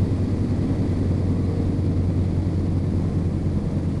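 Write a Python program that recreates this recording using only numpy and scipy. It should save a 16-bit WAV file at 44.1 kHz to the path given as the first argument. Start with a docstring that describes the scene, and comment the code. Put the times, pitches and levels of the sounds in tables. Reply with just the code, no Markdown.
"""Radial-engined aircraft taxiing

A large piston aircraft taxis slowly away across an open apron. Three radial engines idle at slightly
different speeds, so their exhaust notes beat and throb. Each firing gives an exhaust pop and a burst
of valve clatter; the propellers chop turbulent air. The brakes squeak faintly four times, and the
recorder adds a thin whine."""
import sys
import numpy as np
from scipy import signal
from scipy.fft import rfft, irfft
from scipy.io import wavfile

SR = 44100
rng = np.random.default_rng(int(sys.argv[2]) if len(sys.argv) > 2 else 0)


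def to_wav(s):
    """Save 16-bit WAV."""
    ch = np.atleast_2d(s).T  # columns
    pcm = np.round(np.clip(ch, -1, 1) * 32767)  # PCM
    wavfile.write(sys.argv[1], SR, pcm.astype(np.int16))


N = 176400
T = np.arange(N) / SR

# Crankshaft speed of the lead (loudest) engine. Each row: time in seconds, turns per second.
LEAD_SPEED_HZ = [(0, 10.2), (2.5, 10.19), (3.0, 10.09), (3.5, 9.94), (4, 9.87)]
# Lead engine's drone and the next order up. Each row: time in seconds, level in dB.
DRONE_DB = [(0, -25.5), (.65, -29), (1.1, -23.5), (1.55, -25.5), (2.1, -23.5), (3.2, -26.5), (4, -30.5)]
DRONE_ABOVE_DB = [(0, -29), (.7, -32), (1.55, -46), (2.1, -34), (2.5, -38.5), (3.0, -33.5), (3.4, -35),
                  (4, -40)]
# Exhaust tones per engine, swelling and fading as the aircraft turns, then gear tones.
# Each entry: crankshaft order, then peak level in dB, peak time in seconds, fall either side in dB/s.
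LEAD_TONES = {5: (-41.5, 3.6, 1), 7: (-36, 0.4, 0.88), 11: (-35.5, 0.99, 1.3), 13: (-39, 0.56, 1),
              14: (-31.5, 4.14, 1.47), 15: (-41, .5, 1), 16: (-32, 3.1, 3), 17: (-37, 4.7, 1.2),
              18: (-34, 0.16, 3.4), 19: (-41, 1.5, 2.4), 21: (-36, .3, 0.44), 24: (-36.5, 0.73, 3.1),
              25: (-39, .6, 1.9), 27: (-36, 0.7, 8.8), 30: (-31.5, 1.83, 31), 31: (-42.5, 2.65, 3.4),
              35: (-44, 1, 1.8), 36: (-43.5, 1.2, 2), 39: (-46.5, 1, 5), 44: (-51, 0.91, 12),
              45: (-42.5, 1.65, 10), 47: (-49, .9, 7.2), 48: (-46, 1.1, 12)}
SECOND_TONES = {3: (-52, .4, 1.5), 4: (-39.5, 1.1, 2.2), 5: (-38, 5.3, 1), 12: (-37, 0.35, 2.6),
                14: (-36.5, 1.7, 2), 19: (-44, 0.18, 1.9), 20: (-39.5, 2.65, 2.6), 21: (-34, 3.86, 6.1),
                25: (-36, 0.62, 4.3), 25.5: (-33, 0.46, 11), 28: (-36, 0.57, 1.6), 30: (-41, 2.4, 0.59),
                33: (-44, 2.6, 0.38)}
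THIRD_TONES = {4: (-44, 1.8, 2), 9: (-42.5, 6.8, 0.88), 12: (-47.5, 0.98, 1.2), 14: (-44.5, 0.27, 6.4),
               15: (-46.5, 0.45, 1.9), 19: (-38.5, 3.3, 1), 20: (-47.5, 1.8, 1.6), 21: (-41.5, 1.6, 4.8),
               22: (-48.5, 0.86, 3.7)}
GEAR_TONES = {142: (-81, 0.92, 3.5), 201: (-63, 0.99, 4.3), 208: (-62, 0.8, 5.9), 278: (-79, 2, 0),
              479: (-68, 0.49, 5.1)}
# Exhaust pops, pipe ring, propeller wash, valve clatter. Each row: frequency in Hz, relative gain in dB.
POP_SPECTRUM = [(20, -43.5), (31, -7.5), (50, -7.5), (62, -6), (100, -2.5), (155, 3), (215, -3.5),
                (260, 0.5), (320, -2), (400, -11), (460, -2.5), (580, -13.5), (750, -18.5), (1100, -33.5),
                (1500, -43), (3000, -69.5)]
RING_SPECTRUM = [(250, -44.5), (360, -5), (410, -6.5), (470, 7.5), (520, -2.5), (620, -10.5), (730, -11.5),
                 (1050, -18), (1500, -50.5)]
WASH_SPECTRUM = [(15, 9), (35, -28), (100, -5.5), (250, 3.5), (450, -2.5), (700, -8), (900, -14),
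                 (1150, -15), (1450, -21.5), (2100, -20.5), (2800, -29), (5000, -31), (10000, -36.5),
                 (12000, -52.5)]
CLATTER_SPECTRUM = [(300, -36), (1000, -3), (1600, -1.5), (2000, 3), (2400, 5), (2800, -9), (3300, 2),
                    (4000, 3), (4650, 4.5), (5300, -3.5), (7000, -28.5), (10000, -17), (11000, -26),
                    (12000, -48.5)]
# Once-a-turn chug. Each row: time in seconds, swing of the natural log of gain.
CHUG_DEPTH = [(0, 0), (1.15, 0.49), (1.8, 0), (4, 0.01)]
# Bark, the upper band of the pops. Each row: time in seconds, relative gain in dB.
BARK_GAIN_DB = [(0, -7), (.7, 1.5), (1.6, -1), (2.2, -1), (3, -1), (4, -3)]
# Pipe ring, propeller wash, valve clatter. Each row: time in seconds, level in dB.
RING_DB = [(0, -37.5), (.55, -46), (.72, -40), (1.15, -43), (1.6, -38), (2.1, -47), (2.4, -44.5),
           (2.65, -40.5), (3.0, -45.5), (3.45, -45), (3.7, -36.5), (4, -54)]
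WASH_DB = [(0, -35), (.4, -34.5), (1.0, -34.5), (1.25, -35.5), (1.63, -35.5), (1.9, -36.5), (2.35, -36),
           (2.62, -36), (2.8, -37), (3.03, -35), (3.35, -36.5), (3.72, -36), (4, -35.5)]
CLATTER_DB = [(0, -55), (.45, -55.5), (.7, -55), (1.1, -55), (1.3, -57.3), (1.55, -55.3), (1.8, -55.5),
              (1.95, -57.3), (2.5, -56.5), (3.25, -59.5), (4, -58.3)]
# Electronic whine. Each row: frequency in Hz, level in dB.
WHINE_TONES = [(4942, -74.5), (9884, -72)]
# Brake squeaks. Each row: start in seconds, length in seconds, pitch in Hz, glide in Hz/s,
# bend in Hz/s^2, level in dB.
BRAKE_SQUEAKS = [(1.28, 0.24, 1095, 320, -400, -55), (1.434, 0.038, 4040, 3, 0, -57.5),
                 (2.33, 0.14, 867, -100, -2, -53), (2.999, 0.22, 1062, -600, 3600, -52)]


def amp(db):
    """Decibels to gain."""
    return 10 ** (np.asarray(db) / 20)


def unit(x):
    """Scale to rms 1."""
    return x / np.sqrt(np.mean(abs(x) ** 2) + 1e-20)


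def curve(points):
    """Join (seconds, value) points by straight lines."""
    return np.interp(T, *np.transpose(points))


def colour(x, spectrum):
    """Filter by a (Hz, dB) spectrum with causal phase; rms 1."""
    hz, db = np.transpose(spectrum)
    bin_hz = abs(np.fft.fftfreq(N, 1 / SR))
    log_gain = np.log(amp(np.interp(np.log(bin_hz + 1), np.log(hz + 1), db)))
    response = np.exp(np.conj(signal.hilbert(log_gain)))[:N // 2 + 1]
    return unit(irfft(rfft(x - x.mean()) * response, N))


def drift(rate_hz, size=2000, grid_hz=400):
    """Slow complex noise, rms 1, to waver level and phase."""
    hz = np.fft.fftfreq(size, 1 / grid_hz)
    noise = rng.standard_normal(size) + 1j * rng.standard_normal(size)
    slow = np.fft.ifft(noise / (1 + (hz / rate_hz) ** 2))
    return unit(np.interp(T, np.arange(size) / grid_hz, slow))


def engine_drone(lead, second, order=9, second_db=-38, in_step_s=2.776):
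    """Three deep notes from two engines slide in and out of step and throb."""
    lead, second = (turns - np.interp(in_step_s, T, turns) for turns in (lead, second))
    note = np.exp(2j * np.pi * order * lead) * (1 + 0.11 * drift(rate_hz=9.3))
    above = amp(curve(DRONE_ABOVE_DB)) * np.cos(2 * np.pi * (order + 1) * lead)
    neighbour = amp(second_db) * np.cos(2 * np.pi * order * second)
    return amp(curve(DRONE_DB)) * unit(note.real) + np.sqrt(2) * (above + neighbour)


def shaft_tones(turns, table, waver, waver_hz):
    """Wavering exhaust or gear partials locked to a crankshaft."""
    out = np.zeros(N)
    for order, (peak_db, peak_s, fall_db_per_s) in table.items():
        phase = 2 * np.pi * (order * turns + rng.random())
        partial = np.exp(1j * phase) * unit(1 + waver * drift(waver_hz))
        out += amp(peak_db - abs(fall_db_per_s * (T - peak_s))) * partial.real
    return np.sqrt(2) * out


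def firings(turns, cylinders=14, size=400, jitter_s=0.0002):
    """One click per cylinder every two turns. Cylinders differ in strength and lag; each firing varies."""
    index = np.arange(size)
    cylinder = index % cylinders
    strength, lag = rng.standard_normal((2, cylinders))
    variation, jitter = rng.standard_normal((2, size))
    at_turns = 2 * (index + rng.random() + 0.251 * lag[cylinder]) / cylinders
    at_s = np.interp(at_turns, turns, T) + jitter_s * jitter
    push = np.exp(0.16 * strength[cylinder]) * (1 + 0.32 * variation)
    heard = (index < cylinders * turns[-1] / 2 - 2) & (at_s > 0) & (at_s < T[-1])
    return unit(np.bincount((at_s[heard] * SR).astype(int), push[heard], N))


def exhaust(trains, lead, scatter_s=0.0072, bark_hz=225, chug_peak_s=1.13):
    """Pops scatter off wing and ground, their bark chugging; pops and rushing gas ring the pipes."""
    echoes = rng.standard_normal((len(trains), 2000)) * np.exp(-T[:2000] / scatter_s)
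    scattered = [signal.oaconvolve(train, echo)[:N] for train, echo in zip(trains, echoes)]
    pops = unit(sum(colour(train, POP_SPECTRUM) for train in scattered))
    low = signal.sosfiltfilt(signal.butter(4, bark_hz, fs=SR, output="sos"), pops)
    chug_phase = 2 * np.pi * (lead - np.interp(chug_peak_s, T, lead))
    chug = unit(np.exp(curve(CHUG_DEPTH) * np.cos(chug_phase)))
    bark = amp(curve(BARK_GAIN_DB)) * chug * (pops - low)
    gas = 1.13 * rng.standard_normal(N)
    ring = colour(unit(sum(scattered)) + gas, RING_SPECTRUM)
    return amp(-31.5) * (low + bark) + amp(curve(RING_DB)) * ring


def propeller_wash(shafts, blades_per_turn=1.69, chop_depth=0.19):
    """Turbulent air, chopped by each passing blade."""
    air = np.zeros(N)
    for turns in shafts:
        blade_phase = 2 * np.pi * (blades_per_turn * turns + rng.random())
        air += (1 + chop_depth * np.cos(blade_phase)) * rng.standard_normal(N)
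    return amp(curve(WASH_DB)) * colour(air, WASH_SPECTRUM)


def valve_clatter(trains, decay_s=0.0057, bed=0.88):
    """A metallic burst at every firing, over steady exhaust hiss."""
    bursts = unit(signal.lfilter([1], [1, -np.exp(-1 / (decay_s * SR))], sum(trains)))
    hiss = (bed + bursts) * rng.standard_normal(N)
    return amp(curve(CLATTER_DB)) * colour(hiss, CLATTER_SPECTRUM)


def recorder_whine():
    """Two thin, wavering electronic tones an octave apart."""
    out = np.zeros(N)
    for hz, db in WHINE_TONES:
        tone = np.exp(2j * np.pi * hz * T) * unit(1 + 0.15 * drift(rate_hz=14))
        out += np.sqrt(2) * amp(db) * tone.real
    return out


def brakes(roughness=0.34):
    """Short gliding squeaks that swell and fade."""
    out = np.zeros(N)
    for start_s, length_s, hz, glide, bend, db in BRAKE_SQUEAKS:
        age_s = np.clip(T - start_s, 0, length_s)
        pitch_hz = hz + glide * age_s + bend * age_s ** 2
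        squeak = np.exp(2j * np.pi * np.cumsum(pitch_hz) / SR) * (1 + roughness * drift(rate_hz=41))
        swell = np.abs(np.sin(np.pi * age_s / length_s)) ** .5
        out += np.sqrt(2) * amp(db) * swell * squeak.real
    return out


def scene(second_hz=9.59, third_hz=8.84):
    """Three idling engines, their propellers and the brakes; mono."""
    lead = np.cumsum(curve(LEAD_SPEED_HZ)) / SR  # crankshaft angle in turns
    second, third = second_hz * T, third_hz * T
    shafts = lead, second, third
    trains = [firings(turns) for turns in shafts]
    notes = sum(shaft_tones(turns, table, waver=0.23, waver_hz=9.3)
                for turns, table in zip(shafts, (LEAD_TONES, SECOND_TONES, THIRD_TONES)))
    gears = shaft_tones(second, GEAR_TONES, waver=2.7, waver_hz=25)
    engines = engine_drone(lead, second) + notes + gears + exhaust(trains, lead)
    return (engines + propeller_wash(shafts) + valve_clatter(trains) + brakes())[None]


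def record(dry, cutoff_hz=11900):
    """Add the whine, then band-limit."""
    padded = np.pad(dry + recorder_whine(), ((0, 0), (127, 127)), "reflect", reflect_type="odd")
    lowpass = signal.firwin(255, cutoff_hz, window=("kaiser", 9), fs=SR)
    return signal.oaconvolve(padded, lowpass[None], "valid")


dry = scene()
out = record(dry)
to_wav(out)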